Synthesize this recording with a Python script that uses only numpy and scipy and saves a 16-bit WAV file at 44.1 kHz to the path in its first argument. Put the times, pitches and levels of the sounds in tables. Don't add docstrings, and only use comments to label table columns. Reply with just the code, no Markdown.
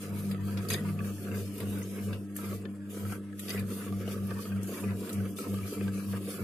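import sys
import numpy as np
from scipy import signal
from scipy.io import wavfile
from scipy.ndimage import uniform_filter1d

SR = 44100
rng = np.random.default_rng(int(sys.argv[2]) if len(sys.argv) > 2 else 0)


def generate_wav(signal):
    frames = np.transpose(np.atleast_2d(signal))
    scaled = np.clip(frames, -1, 1) * 32767
    pcm = np.round(scaled).astype(np.int16)
    wavfile.write(sys.argv[1], SR, pcm)


def convert_level_to_amplitude(level_db):
    exponent = np.asarray(level_db, float) / 20
    return 10 ** exponent


N = 283563
COARSE = 100
HUM_HZ = 100
SIDES = np.array([[1], [-1]])


def unit(x):
    return x / np.sqrt(np.mean(x ** 2) + 1e-20)


def at_hz(points, hz):
    point_hz, value = np.array(points)[:, 0], np.array(points)[:, 1]
    return np.interp(np.log(hz), np.log(np.maximum(point_hz, 1)), value)


def time_since(s):
    return np.arange(N // COARSE + 2)[:, None] * COARSE / SR - s


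def at_samples(coarse):
    return np.interp(np.arange(N), np.arange(len(coarse)) * COARSE, coarse)


def drift(rate_hz):
    r = np.exp(-80 * np.pi * rate_hz / SR)
    noise = rng.standard_normal(N // 40 + 2002)
    slow = signal.lfilter([1], [1, -2 * r, r * r], noise)[2000:]
    return np.interp(np.arange(N) / 40, np.arange(len(slow)), unit(slow))


def resonance(x, hz, width_hz):
    r = np.exp(-np.pi * width_hz / SR)
    poles = [1, -2 * r * np.cos(2 * np.pi * hz / SR), r * r]
    return signal.lfilter(np.array([1, 0, -1]) * (1 - r * r) / 2, poles, x)


def bell(since, rise, linger):
    return np.exp(-.5 * (since / (rise * np.where(since < 0, 1, linger))) ** 2)


def contact_db(start, hold, db, rise_db, fall_db, rest_db):
    since = time_since(start)
    each = db - rise_db * np.maximum(-since, 0) - fall_db * np.maximum(since - hold, 0)
    return at_samples(10 * np.log10(np.sum(convert_level_to_amplitude(2 * each), axis=1) + convert_level_to_amplitude(2 * rest_db)))


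def add(out, sound, s):
    i = round(s * SR)
    out[:, i:i + sound.shape[1]] += sound[:, :N - i]


def grains(per_s, spread_db):
    sizes = convert_level_to_amplitude(spread_db * np.minimum(rng.exponential(1, (2, 2, N)), 4))
    sizes = sizes * rng.standard_normal((2, 2, N))
    return unit(sizes * (rng.random((2, 2, N)) < per_s / SR))


# frequency in Hz, left over right in dB.
LEAN = [(60, 1), (200, .6), (400, -1.2), (1400, -2.5), (2800, 4.5), (5500, 3), (9000, -1.2), (15000, -2)]


def leaning(hz):
    return convert_level_to_amplitude(at_hz(LEAN, hz) / 2 * SIDES)


# frequency in Hz, left-right likeness (0 to 1).
LIKENESS = [(60, .9), (380, .96), (700, .85), (1300, .9), (2400, .55), (15000, .5)]


def coloured(source, spectrum, patchy_db, shared_db):
    out, together = 0, drift(23.0)[::COARSE]
    octaves = np.log2(spectrum[-1][0] / spectrum[0][0])
    edges = spectrum[0][0] * 2 ** np.arange(0, octaves + .01, 1 / 4)
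    for k, (low, high) in enumerate(zip(edges, edges[1:])):
        hz, flicker = np.sqrt(low * high), drift(6.8)[::COARSE]
        band_db = at_hz(spectrum, hz)
        if band_db < -45:
            continue
        band = signal.butter(2, [low, high], "band", fs=SR, output="sos")
        mid, side = signal.sosfilt(band, source[k % 2])
        alike = at_hz(LIKENESS, hz)
        gain = at_samples(convert_level_to_amplitude(band_db + shared_db * together + patchy_db * flicker))
        pair = np.sqrt(1 + alike) * mid + np.sqrt(1 - alike) * side * SIDES
        out = out + gain * leaning(hz) * pair
    return unit(out)


# frequency in Hz, level in dB per Hz.
FLOOR = [(650, -56), (1100, -20), (1630, -2), (2060, -16), (5490, -21), (6720, -16.5), (7240, -5),
         (14000, -27.5)]


def drive_hiss():
    noise = rng.standard_normal((2, 2, N))
    return convert_level_to_amplitude(-67) * coloured(noise, FLOOR, patchy_db=0.1, shared_db=3.0)


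# peak in seconds, rise in seconds, hum in dB, groan in dB.
LOAD = [(0.147, 0.042, -40, -71), (0.308, 0.044, -43, -32), (0.446, 0.041, -37.5, -68),
        (0.574, 0.033, -37, -33), (0.723, 0.028, -36, -42), (0.883, 0.041, -38.5, -33),
        (1.006, 0.036, -42, -62), (1.109, 0.07, -44.5, -42), (1.369, 0.058, -39, -44),
        (1.47, 0.036, -61, -69), (1.665, 0.051, -38.5, -48), (1.79, 0.055, -47, -35.5),
        (2.085, 0.046, -36.5, -43), (2.523, 0.043, -41, -37.5), (3.068, 0.033, -38, -66),
        (3.608, 0.044, -38, -34.5), (3.94, 0.054, -39.5, -34.5), (4.092, 0.051, -47, -60),
        (4.237, 0.039, -40.5, -33), (4.354, 0.035, -44, -57), (4.557, 0.042, -37, -31.5),
        (4.892, 0.041, -36, -32.5), (5.199, 0.034, -34.5, -31.5), (5.538, 0.035, -37, -32.5),
        (5.642, 0.018, -40, -71), (5.86, 0.051, -38.5, -31.5), (6.129, 0.042, -39, -32.5),
        (6.424, 0.011, -37, -69)]


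def heaves():
    s, rise, hum_db, _ = np.transpose(LOAD)
    return np.sum(convert_level_to_amplitude(hum_db) * bell(time_since(s), rise, linger=1.46), axis=1)


# start in seconds, hold in seconds, housing rattle in dB, pan rub in dB.
KNEAD = [(0.04, 0.2, -46, -53.5), (0.316, 0.2, -47, -53.5), (0.586, 0.082, -44.5, -52.5),
         (0.717, 0.064, -41, -47.5), (0.86, 0.045, -48, -49), (0.99, 0.11, -45, -54),
         (1.272, 0.012, -45, -51.5), (1.334, 0.062, -43, -51), (1.606, 0.057, -45, -54),
         (1.722, 0.11, -45.5, -55.5), (1.964, 0.035, -46.5, -53), (2.096, 0.04, -43.5, -53),
         (2.419, 0.042, -48.5, -51.5), (2.527, 0.0068, -44, -52), (2.648, 0.014, -47, -62),
         (2.976, 0.18, -46, -53), (3.487, 0.1, -43.5, -51.5), (3.713, 0.008, -43, -53),
         (3.797, 0.085, -49.5, -52), (4.01, 0.18, -43.5, -53), (4.31, 0.0044, -46, -47.5),
         (4.347, 0.26, -49, -55.5), (4.713, 0.077, -44.5, -50.5), (4.843, 0.081, -44, -51.5),
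         (5.033, 0.23, -43.5, -54), (5.42, 0.055, -44, -52), (5.513, 0.26, -47.5, -55),
         (5.814, 0.22, -49, -55.5), (6.14, 0.031, -48.5, -50.5), (6.292, 0.17, -46, -53)]


def rattle_level_db():
    start, hold, db, _ = np.transpose(KNEAD)
    return contact_db(start, hold, db, rise_db=98, fall_db=91, rest_db=-83)


# frequency in Hz, level in dB per Hz.
HOUSING = [(120, -34.5), (210, -2), (247, -17), (291, -12), (334, -14.5), (404, -7.5), (715, -28.5),
           (800, -18), (1040, -65), (1760, -120)]
UNDERTONE = [(26, -10), (38, -28), (55, -8), (78, -20), (125, 3), (170, -30), (200, -20)]


def rattle():
    shake = coloured(grains(900, 2.03), HOUSING, patchy_db=1.25, shared_db=0.9)
    deaf_above = signal.butter(6, 760, fs=SR, output="sos")
    shake = signal.sosfilt(deaf_above, shake)
    shake = shake * (1 + 0.12 * np.sin(2 * np.pi * HUM_HZ * np.arange(N) / SR))
    under = coloured(rng.standard_normal((2, 2, N)), UNDERTONE, patchy_db=1.5, shared_db=1.2)
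    swing = (at_samples(heaves()) / convert_level_to_amplitude(-48.5) + .15) ** 0.63
    return convert_level_to_amplitude(rattle_level_db() + 1.98) * shake + convert_level_to_amplitude(-57) * swing * under


# time in seconds, level in dB.
PANEL = [
    (0.0, -46),
    (0.59, -48),
    (0.9, -42),
    (1.16, -56),
    (3.4, -111),
    (3.67, -64),
    (6.16, -102),
    (6.43, -39),
]


def panel():
    s, db = np.transpose(PANEL)
    hz, width_hz = 154.4, 7
    tone = resonance(rng.standard_normal(N), hz, width_hz)
    tone = unit(resonance(tone, hz, width_hz))
    return convert_level_to_amplitude(np.interp(np.arange(N) / SR, s, db)) * tone


# time in seconds, share of hum lost, frame buzz in dB.
SLIPS = [(1.26, 0.25, -56), (1.59, 0.51, -51.5), (1.75, .05, -54), (3.86, 0.4, -54), (4.44, 0.38, -60),
         (4.77, 0.61, -50.5), (5.09, 0.68, -53.5), (5.42, 0.57, -51), (5.73, 0.53, -52.5),
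         (6.03, 0.17, -64), (6.34, 0.52, -54)]


def slips():
    s, lost, buzz_db = np.transpose(SLIPS)
    since = time_since(s)
    left = np.prod(1 - np.clip(lost, 0, 1) * bell(since, 0.029, 1.0), axis=1)
    buzz = np.sum(convert_level_to_amplitude(buzz_db) * bell(since, 0.064, 1.23), axis=1)
    cycles = np.cumsum(286 + 2.87 * drift(7.97)) / SR
    return at_samples(left), np.sqrt(2) * at_samples(buzz) * np.sin(2 * np.pi * cycles)


def second_order():
    s, rise, _, groan_db = np.transpose(LOAD)
    since = time_since(s)
    sag_hz, late_s = 3.74, 0.044
    sag = np.exp(1j * (4.61 - 2 * np.pi * sag_hz * since))
    swell = bell(since - late_s, rise * 1.3, linger=1.19)
    groan = np.sum(convert_level_to_amplitude(groan_db) * swell * sag, axis=1)
    loaded = convert_level_to_amplitude(-5.5) * heaves() * np.exp(-0.43j)
    return at_samples(convert_level_to_amplitude(-43) + loaded + groan) * convert_level_to_amplitude(.7 * drift(25))


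# multiple of the hum, rms in dB, dB per dB of the rattle.
HUM_ORDERS = [(3, -51.5, -.4), (4, -87, 0.25), (6, -80, -1.1), (7, -67, 0.93), (13, -78, -0.25),
              (19, -85, 0.38)]


def motor():
    turn = 2 * np.pi * HUM_HZ * np.arange(N) / SR
    first_lead, second_lead = 0.21 * SIDES, 0.18 * SIDES
    heave = heaves()
    loaded = at_samples(heave - 0.042 * uniform_filter1d(heave, size=170))
    first = convert_level_to_amplitude(-49) * np.sin(turn + 0.28 + first_lead) + loaded * np.sin(turn + first_lead)
    second = np.real(second_order() * np.exp(1j * (2 * turn + second_lead)))
    left, buzz = slips()
    shaken_db = rattle_level_db() + 48
    orders = 0
    for k, db, follows in HUM_ORDERS:
        level = convert_level_to_amplitude(db + follows * shaken_db + 2.45 * drift(12.0))
        orders = orders + level * np.sin(k * turn + rng.uniform(0, 2 * np.pi))
    hum = np.sqrt(2) * (buzz + left * (first + second) + orders)
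    return (hum + panel()) * convert_level_to_amplitude(0.42 * SIDES)


CAVITY_DB = 8
ECHO_SPAN = 6000


def cavity(x):
    out, t = np.zeros((2, N + 4 * ECHO_SPAN)), np.arange(2000) / SR
    padded = np.pad(x, ((0, 0), (ECHO_SPAN, ECHO_SPAN)))
    fade = np.hanning(2 * ECHO_SPAN + 1)[:-1]
    for i in range(0, N + ECHO_SPAN, ECHO_SPAN):
        echoes = rng.standard_normal((2, len(t))) * convert_level_to_amplitude(-60 * t / 0.07)
        echoes *= convert_level_to_amplitude(CAVITY_DB) / np.sqrt(np.sum(echoes ** 2, axis=1, keepdims=True))
        echoes[:, 0] = 1
        piece = padded[:, i:i + len(fade)]
        piece = signal.fftconvolve(piece * fade[:piece.shape[1]], echoes, axes=1)
        out[:, i:i + piece.shape[1]] += piece
    return out[:, ECHO_SPAN:ECHO_SPAN + N] / convert_level_to_amplitude(CAVITY_DB)


# frequency in Hz, width in Hz, level in dB.
PAN_MODES = [(1160, 89, -3), (1300, 78, -2.5), (1570, 11, -10), (1702, 55, -12), (1910, 38, -19),
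             (2630, 130, -18.5), (4700, 32, -15)]


def pan_ring(x, widen):
    out = 0
    for k, (hz, width_hz, db) in enumerate(PAN_MODES):
        tilt = rng.normal(0, 1, (2, 1))
        out = out + convert_level_to_amplitude(db + tilt) * (-1) ** k * resonance(x, hz, width_hz * widen)
    return out


def above_pan_modes(x):
    return signal.sosfilt(signal.butter(6, 1020, "high", fs=SR, output="sos"), x)


# frequency in Hz, level in dB per Hz.
RUB = [(500, -39), (850, 10), (1180, -7.5), (1460, 0.5), (1930, -9), (2080, -3), (3200, -13), (4160, -56),
       (7040, -120)]


def rubbing():
    start, hold, _, db = np.transpose(KNEAD)
    rub_db = contact_db(start, hold, db, rise_db=200, fall_db=430, rest_db=-63.5)
    source = grains(1100, 2.24)
    rub = coloured(source, RUB, patchy_db=-3.0, shared_db=1.5)
    same_wall = source[0, :1] + .5 * source[1]
    ring = unit(pan_ring(same_wall, widen=0.53))
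    wall = above_pan_modes(convert_level_to_amplitude(rub_db - 4.0) * ring)
    return wall + cavity(above_pan_modes(convert_level_to_amplitude(rub_db + 3.0) * rub))


# frequency in Hz, level in dB per Hz.
PEEL = [(1290, -41), (2200, -1.5), (3560, -4), (4300, -5), (4700, -3.5), (5540, -4.5), (6310, -3),
        (7250, -6), (11300, 0.5), (12500, 1.5), (16400, -13.5)]
# start in seconds, hold in seconds, hiss in dB.
STICK = [(0.019, 0.0051, -50.5), (0.188, 0.0, -49.5), (0.28, 0.027, -57), (0.48, 0.00034, -50.5),
         (0.62, 0.0072, -54), (0.88, 0.012, -55), (1.049, 0, -49.5), (1.114, 0.17, -57),
         (1.381, 0.025, -49.5), (1.562, 0.0019, -51), (1.7, 0, -48.5), (1.79, 0.33, -56.5), (1.957, 0, -55),
         (3.447, 0.1, -50.5), (3.697, 0.17, -52.5), (3.99, 0.011, -55), (4.116, 0.0032, -49.5),
         (4.278, 0.001, -52.5), (4.414, 0, -47.5), (4.55, 0.0042, -59), (4.678, 0.13, -50),
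         (4.994, 0.12, -52), (5.207, 0.11, -58.5), (5.481, 0.091, -53), (5.672, 0.059, -50),
         (5.805, 0.056, -58.5), (5.94, 0.23, -54.5), (6.304, 0.007, -45.5)]
# start in seconds, hold in seconds, hiss in dB.
LANDINGS = [
    (0.7015, 0.037, -43),
    (2.354, 0.19, -52),
    (2.898, 0.23, -52.5),
    (3.381, 0.039, -56.5),
    (5.364, 0.047, -47),
]


def peeling():
    stick_db = contact_db(*np.transpose(STICK), rise_db=207, fall_db=120, rest_db=-73)
    landing_db = contact_db(*np.transpose(LANDINGS), rise_db=1600, fall_db=223, rest_db=-73)
    level = np.sqrt(convert_level_to_amplitude(2 * stick_db) + convert_level_to_amplitude(2 * landing_db))
    hiss = coloured(grains(6000, 1.2), PEEL, patchy_db=1.3, shared_db=1.3)
    return cavity(convert_level_to_amplitude(4.5) * level * hiss)


# time in seconds, peak in dB, boom in Hz.
THUMPS = [(0.1, -32.5, 414), (0.177, -40, 440), (0.298, -49, 439), (0.558, -32.5, 386), (0.77, -51, 415),
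          (0.953, -50, 455), (0.989, -47, 398), (1.049, -38, 483), (1.253, -41, 358), (1.602, -37, 460),
          (1.775, -39, 384), (1.979, -34, 365), (2.361, -42, 426), (2.442, -40, 436), (2.514, -46, 463),
          (2.967, -34, 405), (3.028, -33, 420), (3.499, -33, 393), (3.541, -27, 417), (3.707, -35, 420),
          (3.99, -47, 420), (4.073, -26.5, 480), (4.158, -31.5, 400), (4.31, -30.5, 446), (4.582, -41, 382),
          (4.689, -31.5, 416), (4.77, -36, 420), (4.835, -27, 404), (5.101, -43, 431), (5.2, -35, 455),
          (5.4, -29, 417), (5.527, -27, 334), (5.584, -47, 382), (5.721, -27.5, 380), (5.809, -26, 390),
          (5.977, -40, 445), (6.131, -30.5, 444), (6.223, -46, 400), (6.281, -29.5, 476),
          (6.384, -27.5, 367)]


def thumps():
    out, t = np.zeros((2, N)), np.arange(3000) / SR / 0.0085
    width_hz = 162
    for s, db, hz in THUMPS:
        push = rng.standard_normal((1, len(t))) * t * np.exp(-2 * t)
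        boom = resonance(resonance(push, hz, width_hz), hz, width_hz)
        add(out, convert_level_to_amplitude(db - 4.0) * boom / abs(boom).max(), s)
    return out


def strikes(rows, click_db):
    out, t = np.zeros((2, N)), np.arange(3000) / SR
    dull = signal.butter(4, 4800, fs=SR, output="sos")
    for s, db, hz in rows:
        rough = rng.standard_normal((2, len(t))) * np.exp(-t / .0035)
        contact = 4.0 * (t < 1 / SR) + 0.46 * rough
        ring = resonance(resonance(contact, hz, hz / 24), hz, hz / 11)
        click = signal.sosfilt(dull, resonance(rough, 1000, 3400))
        thud = resonance(rough[:1], rng.uniform(180, 730), 89)
        parts = ring / abs(ring).max()
        parts = parts + convert_level_to_amplitude(click_db) * click / abs(click).max()
        parts = parts + convert_level_to_amplitude(0.5) * thud / abs(thud).max()
        add(out, convert_level_to_amplitude(db - 8.0) * leaning(hz) * parts, s)
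    return out


# time in seconds, peak in dB, loudest ring in Hz.
KNOCKS = [(0.0533, -40, 1190), (0.0987, -50, 1260), (0.2928, -42, 1270), (0.5705, -41, 1390),
          (0.6316, -43, 1360), (1.0021, -36, 1150), (1.603, -48, 1260), (2.528, -32.5, 1160),
          (3.43, -39, 957), (3.703, -41, 1300), (4.014, -38, 1230), (4.7698, -38, 1260), (5.106, -36, 1290),
          (5.44, -39, 1300), (5.586, -35, 1230), (5.9359, -57, 1105), (6.084, -42, 1120),
          (0.3462, -34.5, 1290), (0.4833, -36, 1304), (0.65, -36, 1260), (0.9902, -35, 1160),
          (1.094, -39, 1210), (1.2503, -37, 1370), (1.312, -50, 1200), (2.388, -33.5, 1300),
          (2.4424, -40, 1180), (2.5115, -34.5, 1300), (3.0516, -33, 1300), (3.1227, -30.5, 1324),
          (3.719, -43, 1160), (3.924, -33.5, 1180), (4.14, -37, 1270), (4.3067, -32, 1215),
          (4.364, -38, 1120), (4.3897, -31, 1140), (4.4535, -34, 1260), (4.561, -37.5, 1370),
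          (4.7409, -46, 1260), (4.8354, -35.5, 1190), (5.029, -42, 1125), (5.386, -27.5, 1317),
          (5.5417, -33, 1160), (5.977, -52, 1180), (6.1302, -40, 1160), (6.3413, -36, 1160)]


def knocks():
    return strikes(KNOCKS, click_db=0.0)


# time in seconds, peak in dB, loudest ring in Hz.
RAPS = [(0.575, -43, 2980), (0.704, -27.5, 1910), (0.7415, -25, 1800), (1.045, -36.5, 1660),
        (1.181, -44, 1730), (1.604, -56, 1210), (1.8167, -35, 1990), (2.363, -40, 1730),
        (2.6533, -33.5, 1760), (3.328, -44, 1300), (3.3925, -58, 2180), (4.077, -38, 2940),
        (4.5185, -37, 1570), (4.644, -40.5, 1570), (4.9072, -37, 1570), (5.201, -38.5, 1503),
        (5.8084, -34, 2530), (5.8796, -32, 1570)]


def raps():
    return strikes(RAPS, click_db=3)


# time in seconds, length in seconds, level in dB, ring in Hz.
AFTER_RINGS = [
    (0.734, 0.044, -38, 1930),
    (0.82, 0.007, -56, 2500),
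    (3.493, 0.033, -44, 3070),
    (3.542, 0.067, -47, 1720),
    (0.7, 0.024, -43, 4770),
    (3.49, 0.014, -46, 4700),
]


def after_rings():
    out = np.zeros((2, N))
    for s, length, db, hz in AFTER_RINGS:
        t = np.arange(6000) / SR / length
        tone = unit(resonance(rng.standard_normal((2, len(t))), hz, hz / 24))
        add(out, convert_level_to_amplitude(db) * tone * 2.3 * t * np.exp(-2 * t), s)
    return out


# time in seconds, peak in dB, lower part in dB relative to it.
TICKS = [(0.311, -39.5, 3), (0.572, -45, 14), (0.686, -30, -12), (0.701, -27, 4), (0.726, -35, 9),
         (0.732, -31, -2), (1.579, -40, -4), (1.6016, -37, 4.5), (2.1284, -50, 15), (2.3633, -32.5, -4.5),
         (3.121, -40, -2), (3.3925, -32.5, -2), (3.481, -46, 15), (3.492, -33, 4), (3.503, -36.5, 7.5),
         (3.576, -46, 10), (3.593, -37, 4), (4.63, -38, -21), (4.673, -41, -11), (5.0925, -35.5, 3.5),
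         (5.128, -34, -22), (5.3837, -37, -35)]


def ticks():
    out, t = np.zeros((2, N)), np.arange(5000) / SR
    bright = signal.butter(2, [5500, 14000], "band", fs=SR, output="sos")
    lower = signal.butter(2, [1700, 5200], "band", fs=SR, output="sos")
    rise = np.minimum(t / 0.00125, 1) ** 2
    envelope = (1.05 * np.exp(-t / 0.005) + convert_level_to_amplitude(-60 * t / 0.13)) * rise   # snap, then tail of T60 0.13 s
    for s, db, lower_db in TICKS:
        burst = rng.standard_normal((2, len(t))) * envelope
        burst[1] = 0.032 * burst[0] + 0.89 * burst[1]
        high = signal.sosfilt(bright, burst)
        for gain, hz, width_hz in ((0.25, 10500, 1800), (0.77, 3800, 200), (0.5, 10900, 280)):
            high = high + gain * resonance(burst, hz, width_hz)
        low = 2.0 * signal.sosfilt(lower, burst)
        for hz in (1970, 2550, 3480, 4720):
            low = low + 1.4 * resonance(burst, hz, 140)
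        parts = high / abs(high).max() + convert_level_to_amplitude(lower_db - 5.0) * low / abs(low).max()
        add(out, convert_level_to_amplitude(db + 4.5) * parts, s)
    return out


def puffs(rows):
    out, t = np.zeros((2, N)), np.arange(4000) / SR
    sharpness = 14.6
    for s, db, hz, t60 in rows:
        envelope = np.minimum(t / 0.00049, 1) * convert_level_to_amplitude(-60 * t / t60)
        puff = rng.standard_normal((2, len(t))) * envelope
        puff[:, 1] += 3.3
        puff = puff + 0.12 * puff[::-1]
        puff = resonance(resonance(puff, hz, hz / sharpness), hz, 2 * hz / sharpness)
        add(out, convert_level_to_amplitude(db) * leaning(hz) * puff / abs(puff).max(), s)
    return out


# time in seconds, peak in dB, centre in Hz, T60 in seconds.
SNAPS = [(0.3117, -40.5, 4700, 0.066), (0.686, -34.5, 4760, 0.043), (0.686, -47, 11400, .04),
         (0.7, -30, 11500, 0.028), (0.7045, -30, 9900, 0.025), (0.719, -34, 4800, 0.05),
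         (0.727, -32, 4720, 0.046), (0.734, -33, 4750, 0.09), (0.736, -26.5, 9600, 0.024),
         (0.74, -25, 3630, 0.061), (0.7255, -52, 11500, .05), (0.7345, -45, 11800, .04),
         (0.742, -33, 2330, 0.042), (0.758, -42, 1900, 0.088), (1.004, -40, 1610, 0.036),
         (1.314, -41, 2700, 0.029), (4.31, -39, 1560, 0.092), (4.52, -42, 2520, .05),
         (0.718, -32, 2500, 0.058), (0.703, -28, 6400, 0.054), (0.734, -31.5, 6460, 0.055),
         (4.078, -45, 2930, 0.043), (0.9893, -39.5, 2580, 0.077), (1.5804, -36, 12000, .02),
         (1.581, -50, 2420, .03), (1.602, -45, 12200, 0.045), (1.704, -40, 11400, .03),
         (1.8257, -39.5, 6480, 0.094), (2.128, -41.5, 2740, 0.17), (2.128, -41, 1590, 0.044),
         (2.3648, -25.5, 11400, 0.012), (2.9014, -53, 10000, .03), (3.3276, -46, 1680, 0.039),
         (2.6532, -50.5, 3100, 0.027), (3.3942, -40, 7800, 0.024), (3.482, -38, 4700, .06),
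         (3.491, -37, 2730, 0.07), (3.502, -32, 4750, 0.066), (3.502, -38, 2030, 0.12),
         (3.502, -36, 6300, .04), (3.542, -38, 1970, 0.065), (3.557, -38, 1970, 0.16),
         (3.563, -48, 4800, .06), (3.574, -38, 2410, 0.11), (3.591, -40, 4700, 0.051),
         (3.6, -48, 1720, 0.13), (4.2682, -39.5, 11300, 0.036), (4.6344, -50, 11000, .03),
         (5.367, -41.5, 3500, 0.11), (5.386, -42, 4060, 0.035), (5.386, -43, 2320, 0.045)]


def snaps():
    return puffs(SNAPS)


# time in seconds, peak in dB, centre in Hz, T60 in seconds.
MORE_SNAPS = [
    (4.741, -40, 1900, .03),
    (4.772, -38.5, 2270, .05),
    (4.838, -37, 2490, 0.043),
    (5.63, -43.5, 2360, 0.1),
    (5.978, -47, 2400, 0.024),
    (6.131, -41.5, 1630, 0.095),
]


def more_snaps():
    return puffs(MORE_SNAPS)


def scene():
    whole = drive_hiss() + rattle() + motor() + rubbing() + peeling() + thumps()
    whole = whole + knocks() + raps() + after_rings() + ticks() + snaps() + more_snaps()
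    return whole - 0.55 * resonance(whole, 815, 110)


# frequency in Hz, share of time lost.
DROPOUTS = [(700, 0), (830, .25), (1000, .03), (1800, .02), (2100, .2), (2400, .06), (3200, .08),
            (3750, .33), (4250, .33), (4700, .06), (5650, .36), (6200, .14), (7600, .14), (10500, .04),
            (12600, .08), (13200, .38), (15500, .55)]
# frequency in Hz, strength of the attraction.
QUIET_LOSES = [(700, .1), (1200, .2), (3000, .01), (12000, .2), (13000, .4)]


def dropouts(x):
    hz, _, z = signal.stft(x, SR, nperseg=2048, noverlap=1536)
    frames = z.shape[2]
    chance = uniform_filter1d(rng.standard_normal((len(hz) // 8 + 1, frames)), size=8, axis=1)
    loudness = np.log(np.sum(abs(z[:, hz > 6000]) ** 2, axis=(0, 1)) + 1e-12)
    loudness = np.clip(unit(loudness - loudness.mean()) + .6, -2, .2)
    chance = chance + at_hz(QUIET_LOSES, hz[::8] + 1)[:, None] * loudness
    rank = (chance.argsort(axis=1).argsort(axis=1) + 1) / frames
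    lost = rank < at_hz(DROPOUTS, hz[::8] + 80)[:, None]
    lost = np.repeat(lost, 8, axis=0)[:len(hz)]
    kept = z * np.where(lost, convert_level_to_amplitude(-30), 1)
    return signal.istft(kept, SR, nperseg=2048, noverlap=1536)[1][:, :N]


def roll_off(x):
    return signal.sosfilt(signal.butter(12, 16470, fs=SR, output="sos"), x)


def record(dry):
    top_cut = signal.cheby2(12, 45, 15900, fs=SR, output="sos")
    mix = signal.sosfilt(top_cut, dropouts(dry))
    return roll_off(mix)


dry = scene()
out = record(dry)
generate_wav(out)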